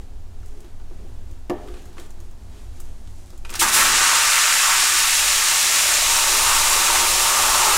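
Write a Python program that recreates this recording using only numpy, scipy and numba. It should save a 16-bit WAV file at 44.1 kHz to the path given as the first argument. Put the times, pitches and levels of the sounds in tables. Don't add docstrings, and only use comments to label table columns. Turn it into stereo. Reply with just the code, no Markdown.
import sys
import numpy as np
from scipy import signal
from scipy.fft import rfft, irfft, next_fast_len
from scipy.io import wavfile
from scipy.ndimage import uniform_filter1d
from numba import njit

SR = 44100
rng = np.random.default_rng(int(sys.argv[2]) if len(sys.argv) > 2 else 0)


def invert_db(level):
    return 10 ** (np.asarray(level, dtype=float) / 20)


def unload_audio(sound):
    columns = np.transpose(np.atleast_2d(sound))
    steps = np.round(np.clip(columns, -1, 1) * 32767)
    wavfile.write(sys.argv[1], SR, steps.astype(np.int16))


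N = 342657
T = np.arange(N) / SR
TAP_S, FULL_S = 3.591, 7.7


def unit(x):
    return x / np.sqrt(np.mean(x ** 2))


def colour(x, shape):
    hz, db = np.transpose(shape)
    f = np.maximum(np.arange(len(x) // 2 + 1) * SR / len(x), 1)
    gain = invert_db(np.interp(np.log(f), np.log(hz), db, left=-90, right=-90))
    return unit(irfft(rfft(x) * gain, len(x)))


def walk(rate):
    hold = int(SR / rate)
    steps = np.repeat(rng.standard_normal(N // hold + 1), hold)
    return 1.4 * uniform_filter1d(uniform_filter1d(steps, hold), hold)[:N]


def bump(s, length):
    return np.cos(np.pi * np.clip((T - s) / length, -.5, .5)) ** 2


def drops(spread_db):
    return rng.standard_normal(N) * invert_db(spread_db * rng.exponential(size=N))


@njit
def rings(start, hz, t60, glide, size):
    out = np.zeros(N)
    for k in range(len(start)):
        z = size[k] + 0j
        p = np.exp(2j * np.pi * hz[k] / SR - np.log(1000) / (t60[k] * SR))
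        length = int(t60[k] * SR * .7)
        turn = np.exp(2j * np.pi * hz[k] / SR * glide[k] / length)
        for i in range(start[k], min(N, start[k] + length)):
            out[i] += z.imag
            z *= p
            p *= turn
    return out


def resonances(f, modes):
    return sum(gain * 1j * f * w / (m * m - f * f + 1j * f * w) for m, w, gain in modes)


def depth():
    return np.clip((T - TAP_S) / (FULL_S - TAP_S), 0, 1)


def filling(shallow_db, bare_db, cover_s, full_db, power):
    bare_foil = np.exp(-np.abs((T - TAP_S) / cover_s) ** 4)
    return shallow_db + bare_db * bare_foil + full_db * depth() ** power


# start_s, level_db
FLOW = [
    (3.591, -22),
    (3.6, -15),
    (3.621, -15),
    (3.664, -23.5),
    (3.692, -18.5),
    (3.712, -24),
    (3.743, -13),
    (3.9, -16.5),
    (4.08, -15.5),
]


def froth_db():
    s, db = np.transpose(FLOW)
    return np.interp(T - 0.021, s, db - db[-1], left=-25)


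# middle_s, length_s, rustle_db, dull_rustle_db, stall_stir_db
MOVES = [(0.01, 0.12, -70, -66, 12), (0.5, 0.36, -64, -79, 6.5), (0.66, .2, -74, -64, 6),
         (1.056, 0.5, -75, -66, 10.5), (1.32, .2, -71, -67, 4), (1.628, 0.19, -65, -60, 14.5),
         (1.76, .2, -61, -55, 4), (2, 0.11, -56, -58, 1), (2.04, .1, -64, -66, 8), (1.9, 0.73, -65, -64, 8),
         (2.237, 0.14, -66, -72, 7), (2.44, 0.18, -66, -72, 6), (2.58, 0.23, -62, -56, 9),
         (2.79, 0.49, -59, -62, 3), (3.2, 0.74, -60.5, -82, 4), (3.51, 0.12, -52, -62, 11),
         (3.57, 0.13, -38, -33, 10)]
# pitch_hz, level_db (per Hz)
RUMBLE_SHAPE = [(6, -36), (11, 12), (18, -5), (30, -9.5), (42, -13), (48, -3.5), (55, -9.5), (78, -15.5),
                (89, -8.5), (98, -18), (135, -43)]
# pitch_hz, level_db (per Hz)
AIR = [(71, -52), (120, -3.5), (141, -3.5), (271, -2), (313, -11.5), (353, -8), (460, -14), (651, -11),
       (751, -11.5), (1300, -19.5), (2300, -24), (7350, -27), (15600, -37)]
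# pitch_hz, width_hz, level_db
BOOM_MODES = [(189, 28, -4.5), (272.8, 12.7, -1), (354, 40, 1), (413.3, 13.2, 0.5), (503.6, 13, -4)]


def background():
    duck_s, fall_s, recover_db_per_s = 3.8, .35, 3
    fall = np.clip((T - duck_s) / fall_s, 0, 1)
    recovery_db = recover_db_per_s * np.maximum(T - duck_s - fall_s, 0)
    duck_db = np.minimum(-8.5 * fall + recovery_db, 0)
    stir_db = sum(db * bump(s, 1.47 * length) for s, length, _, _, db in MOVES)
    wet = T > TAP_S
    wet_air_db = filling(shallow_db=-69.5, bare_db=18, cover_s=.5, full_db=13, power=0.1)
    drum_db = filling(shallow_db=-57, bare_db=16.5, cover_s=0.6, full_db=19.5, power=1.2)
    air_gain = invert_db(-53.5 + 0.19 * stir_db + 0.91 * duck_db) + wet * invert_db(wet_air_db + 0.5 * froth_db())
    boom_gain = invert_db(-62.5 + stir_db + duck_db) + wet * invert_db(drum_db + 0.21 * froth_db())

    rumble = colour(rng.standard_normal(N), RUMBLE_SHAPE) * invert_db(-33.5 + duck_db + 1.9 * walk(5.02))
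    air_shape = AIR + [(16500, AIR[-1][1])]
    air = colour(rng.standard_normal(N), air_shape) * air_gain * invert_db(0.28 * walk(6))
    f = np.arange(N // 2 + 1) * SR / N
    peaks = resonances(f, [(m, w, invert_db(db)) for m, w, db in BOOM_MODES])
    boom = unit(irfft(rfft(rng.standard_normal(N)) * peaks ** 2, N))
    return rumble + air + boom * boom_gain * invert_db(-2.0 + 1.6 * walk(9))


# pitch_hz, width_hz, level_db (over the even response)
STALL = [(87, 14, -5), (170, 130, -8), (248, 8.4, 9.5), (357, 18, 5), (421, 5.8, -21), (470, 49, -1.5),
         (613, 12, 1.5), (926, 27, 7.5), (1109, 10, 7), (1187, 58, 5.5), (1334, 35, 3.5), (1770, 93, 1.5),
         (2500, 160, 1.5), (2800, 150, 0.5), (3940, 41, 4)]
# pitch_hz, t60_s
STALL_T60 = [(100, 0.15), (500, 0.94), (2000, 0.63), (8000, 0.11), (16000, 0.33)]


def stall(x, wet_db):
    t = T[:SR]
    hz, t60 = np.transpose(STALL_T60)
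    tail = 0
    for centre in 100 * 2. ** np.arange(8):
        band = colour(rng.standard_normal(SR), [(centre / 2, -20), (centre, 0), (centre * 2, -20)])
        decay = invert_db(-60 * t / np.interp(np.log(centre), np.log(hz), t60))
        tail = tail + band * np.sqrt(centre / SR) * decay
    tail = tail * (t > .003) * invert_db(wet_db) / 30
    tail[0] = 1
    size = next_fast_len(N + SR)
    f = np.arange(size // 2 + 1) * SR / size
    modes = 1 + resonances(f, [(m, w, invert_db(db) - 1) for m, w, db in STALL])
    return irfft(rfft(x, size) * rfft(tail, size) * modes, size)[:N]


# pitch_hz, level_db (per Hz)
RUSTLE = [(1500, -11), (3000, -6.5), (7000, 1.5), (10000, -2.5), (15500, -17)]


def hand():
    rest = invert_db(-69)
    bright_gain = rest + sum(invert_db(db) * bump(s, length) for s, length, db, _, _ in MOVES)
    dull_gain = rest + sum(invert_db(db) * bump(s, length) for s, length, _, db, _ in MOVES)
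    bright = colour(drops(2.6), RUSTLE) * bright_gain * invert_db(-2.5 + 1.0 * walk(26.9))
    dull = colour(drops(1.5), [(700, -13), (1500, -2.5), (3200, -4.0), (5000, -9)])
    dull = dull * dull_gain * invert_db(-5.5 + 1.2 * walk(25.8))
    return (bright + dull) * (T < FLOW[1][0])


# pitch_hz, level_db (per Hz)
SIZZLE = [(8000, -1), (10500, -3), (13000, -8), (15700, -10.5), (16500, -40)]


def crackles(events, top_db, t60_s):
    out = np.zeros(N)
    t = T[:SR // 5]
    rise = np.clip(t / 0.0013, 0, 1)
    snap = 1 + 1.3 * np.exp(-t / 0.0015)
    for s, db, hz, low_db in events:
        noise = rng.standard_normal((3, len(t)))
        ring_shape = [(hz / 4, -20), (hz * 0.82, -7), (hz, 0), (hz * 1.18, -7), (hz * 4.7, -19)]
        high = colour(noise[0], ring_shape)
        low = colour(noise[1], [(500, -6.5), (1300, -4), (3000, -16.0)])
        top = colour(noise[2], SIZZLE)
        burst = high + invert_db(low_db) * low + invert_db(top_db) * top
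        i = int(s * SR)
        out[i:i + len(t)] += invert_db(db - 7 - 60 * t / t60_s) * rise * snap * burst
    return out


# start_s, peak_db, pitch_hz, low_part_db
TICKS = [(0.429, -49, 1300, -2), (0.4589, -46, 7870, -15), (0.4794, -49, 7040, -14), (0.574, -50, 3580, -6),
         (0.604, -43, 8050, -29.5), (0.6454, -48, 3500, -2), (0.799, -48, 1600, -4),
         (1.311, -47, 7000, -12), (1.497, -32, 3290, 5), (1.675, -45, 3090, -3), (1.6841, -44, 3510, 5),
         (1.7394, -42, 2500, 0), (1.769, -45.5, 2570, -3), (1.7894, -51, 2550, -11),
         (1.8194, -48, 6800, -9), (1.8547, -43, 7240, -9), (1.929, -53, 4330, 0), (1.9693, -45, 900, -6),
         (1.9806, -36, 1850, -7), (1.9967, -35, 3570, -20), (2.0594, -47, 6960, -17),
         (2.1045, -41, 7140, -9), (2.202, -43, 6520, -9), (2.3096, -48, 6700, -15),
         (2.801, -32.5, 7960, -15), (3.0729, -48, 3560, 1), (3.303, -43, 5270, -12), (3.3317, -51, 2750, 0),
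         (3.3767, -42, 7170, -21)]


def ticks():
    return crackles(TICKS, top_db=-21, t60_s=0.057)


# start_s, peak_db
KNOCKS = [(0.643, -43), (0.912, -39), (1.043, -41), (1.302, -44), (1.498, -11.5), (1.684, -43),
          (1.967, -44), (1.985, -34), (2.205, -47), (3.329, -42), (3.589, -31), (3.621, -25.5)]
# pitch_hz, level_db, t60_s
POT = [(187, -31, 0.33), (300, -7.5, 0.28), (347, -1, 0.12), (407, -3.5, 0.37), (516, -8, .15),
       (612, -17, 0.62), (713, -11, 0.19), (847, -24, 0.14), (900, -22, 0.053), (1080, -16, .1),
       (1160, -27, 0.1), (1696, -15, 0.066)]


def knocks():
    hz, db, t60 = np.transpose(POT)
    out = np.zeros(N)
    t = T[:SR // 5]
    for s, blow_db in KNOCKS:
        chance = rng.standard_normal((2, len(hz)))
        i = int(s * SR)
        dull_db = 0.14 * (blow_db + 12) * np.log2(hz / 300)
        size = invert_db(blow_db + db + dull_db - 5 + 0.58 * chance[1])
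        out += rings(np.full(len(hz), i), hz * (1 + 0.0066 * chance[0]), 0.52 * t60, 0 * hz, size)
        thud = colour(rng.standard_normal(len(t)), [(170, 3), (310, 13), (900, -1), (2500, -36)])
        out[i:i + len(t)] += invert_db(blow_db - 14.5 - 60 * t / 0.18) * thud
    return .6 * out + np.roll(out, int(.0061 * SR))


# start_s, peak_db, pitch_hz, low_part_db
DRIPS = [
    (3.4487, -32, 2500, -3),
    (3.493, -29, 2550, -10),
    (3.502, -29.5, 7440, -19),
    (3.5092, -37, 5000, 0),
    (3.526, -33, 1900, -4),
    (3.544, -30.5, 1900, -2),
    (3.5531, -19, 5700, -9),
    (3.612, -13, 3870, -20),
    (3.624, -11, 6400, -14),
]


def drips():
    return crackles(DRIPS, top_db=-15, t60_s=0.077)


def bubbles(centre_hz, octaves, rate, cycles, glide, spread_db):
    most = 3000
    chance = rng.random((int(N / SR * most), 3)).T
    pitch = rng.standard_normal(chance.shape[1])
    keep = chance[2] < rate / most
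    start = (chance[0, keep] * N).astype(np.int64)
    hz = (centre_hz + 0 * T)[start] * 2 ** (octaves * np.clip(pitch[keep], -2, 2))
    size = invert_db(-spread_db * np.log(chance[1, keep] + 1e-9))
    x = rings(start, hz, cycles * 2 / hz, glide + 0 * hz, size)
    return colour(x, [(hz.min() / 4, -50), (hz.min(), 0), (SR / 2, 0)])


# middle_s, length_s, middle_bubbles_db, small_bubbles_db
SURGES = [
    (3.621, 0.02, 5, -1),
    (3.8, 0.18, 2, 2),
    (4.08, 0.25, 2.5, -1),
    (4.418, 0.62, -3, 1),
    (4.736, 0.33, 5.5, -0.5),
    (4.87, 0.12, 2.5, -2),
    (5.8, 0.99, -2.5, 1.5),
    (6.526, 0.19, 2.5, 2),
    (6.856, 0.61, 3, 1.5),
    (7.667, 0.31, -0.5, 2),
]
# pitch_hz, level_db (per Hz)
PATTER = [(1650, -12.5), (2800, -4), (3200, -8.5), (3530, -5), (4920, -5), (5680, -3), (6350, -4),
          (7210, -1.5), (10500, -13), (13600, -35), (22000, -120)]


def spray():
    sag_db_per_s = -0.4251
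    flow_db = np.interp(T, *np.transpose(FLOW)) + sag_db_per_s * np.maximum(T - FLOW[-1][0], 0)
    patter = colour(drops(1.9), PATTER) * invert_db(.5 * walk(40))
    top_db = filling(shallow_db=-13.5, bare_db=8, cover_s=0.28, full_db=8, power=0.34)
    sizzle = colour(drops(1.8), SIZZLE) * invert_db(top_db + 0.47 * walk(36))
    jets = invert_db(flow_db - 3.0) * (patter + sizzle)

    surge_db, spit_db = sum(np.outer(db, bump(s, length)) for s, length, *db in SURGES)
    small_db = filling(shallow_db=-26, bare_db=5.5, cover_s=1.68, full_db=0.5, power=0.5)
    small_db = small_db + spit_db + 0.66 * froth_db()
    middle_db = filling(shallow_db=-31.5, bare_db=7, cover_s=1.0, full_db=8.5, power=1.85)
    middle_db = middle_db + surge_db + 0.6 * froth_db()
    deep_db = filling(shallow_db=-47, bare_db=10.5, cover_s=.8, full_db=16.5, power=1)
    deep_db = deep_db + 0.46 * froth_db()
    small_hz = 2050 + (2500 - 2050) * depth()
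    middle_hz = 1244 + (1131 - 1244) * depth()
    fizz = bubbles(small_hz, octaves=0.35, rate=2600, cycles=5.2, glide=0.097, spread_db=2)
    middle = bubbles(middle_hz, octaves=0.25, rate=1500, cycles=8, glide=0.14, spread_db=2)
    gurgle = bubbles(634, octaves=0.24, rate=600, cycles=10.8, glide=0.22, spread_db=1)
    fizz = fizz * invert_db(small_db + 0.13 * walk(12))
    middle = middle * invert_db(middle_db + 1.2 * walk(10))
    gurgle = gurgle * invert_db(deep_db + 0.88 * walk(5.6))
    pool = invert_db(-4) * (fizz + middle + gurgle)

    tap_open = np.clip((T - TAP_S) / 0.0016, 0, 1)
    return tap_open * invert_db(0.19 * walk(18)) * (jets + pool)


# start_s, end_s, level_db (under the common sound)
PARTINGS = [
    (3.782, 3.863, -19),
    (5.977, 6.104, -18),
    (6.4, 6.908, -21),
    (7.086, 7.9, -21),
]
# pitch_hz, level_db
APART_TILT = [(5, -13), (130, 11.5), (1200, 1.5), (4000, 3), (9000, 3.5), (16000, 15), (22050, 10)]


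def scene():
    near = stall(spray() + hand(), wet_db=-9.0)
    near = near + stall(ticks() + drips(), wet_db=-5.5) + stall(knocks(), wet_db=-8.5)
    mono = near + background()
    fade_db_per_s = -7
    spells = sum(invert_db(db + fade_db_per_s * (T - a)) * (T > a) * (T < b) for a, b, db in PARTINGS)
    apart = invert_db(-38) + uniform_filter1d(spells, size=1000)
    trace = colour(np.roll(mono, 97), APART_TILT) * np.std(mono) * apart * invert_db(2.4 * walk(15))
    return np.array([mono + trace, mono - trace])


def low_pass(x):
    return signal.sosfilt(signal.butter(12, 15780, fs=SR, output="sos"), x)


def record(dry):
    limited = 0.94 * np.tanh(dry / 0.86)
    top_cut = signal.ellip(10, .2, 70, 15850, fs=SR, output="sos")
    mix = signal.sosfilt(top_cut, limited)
    return low_pass(mix)


dry = scene()
out = record(dry)
unload_audio(out)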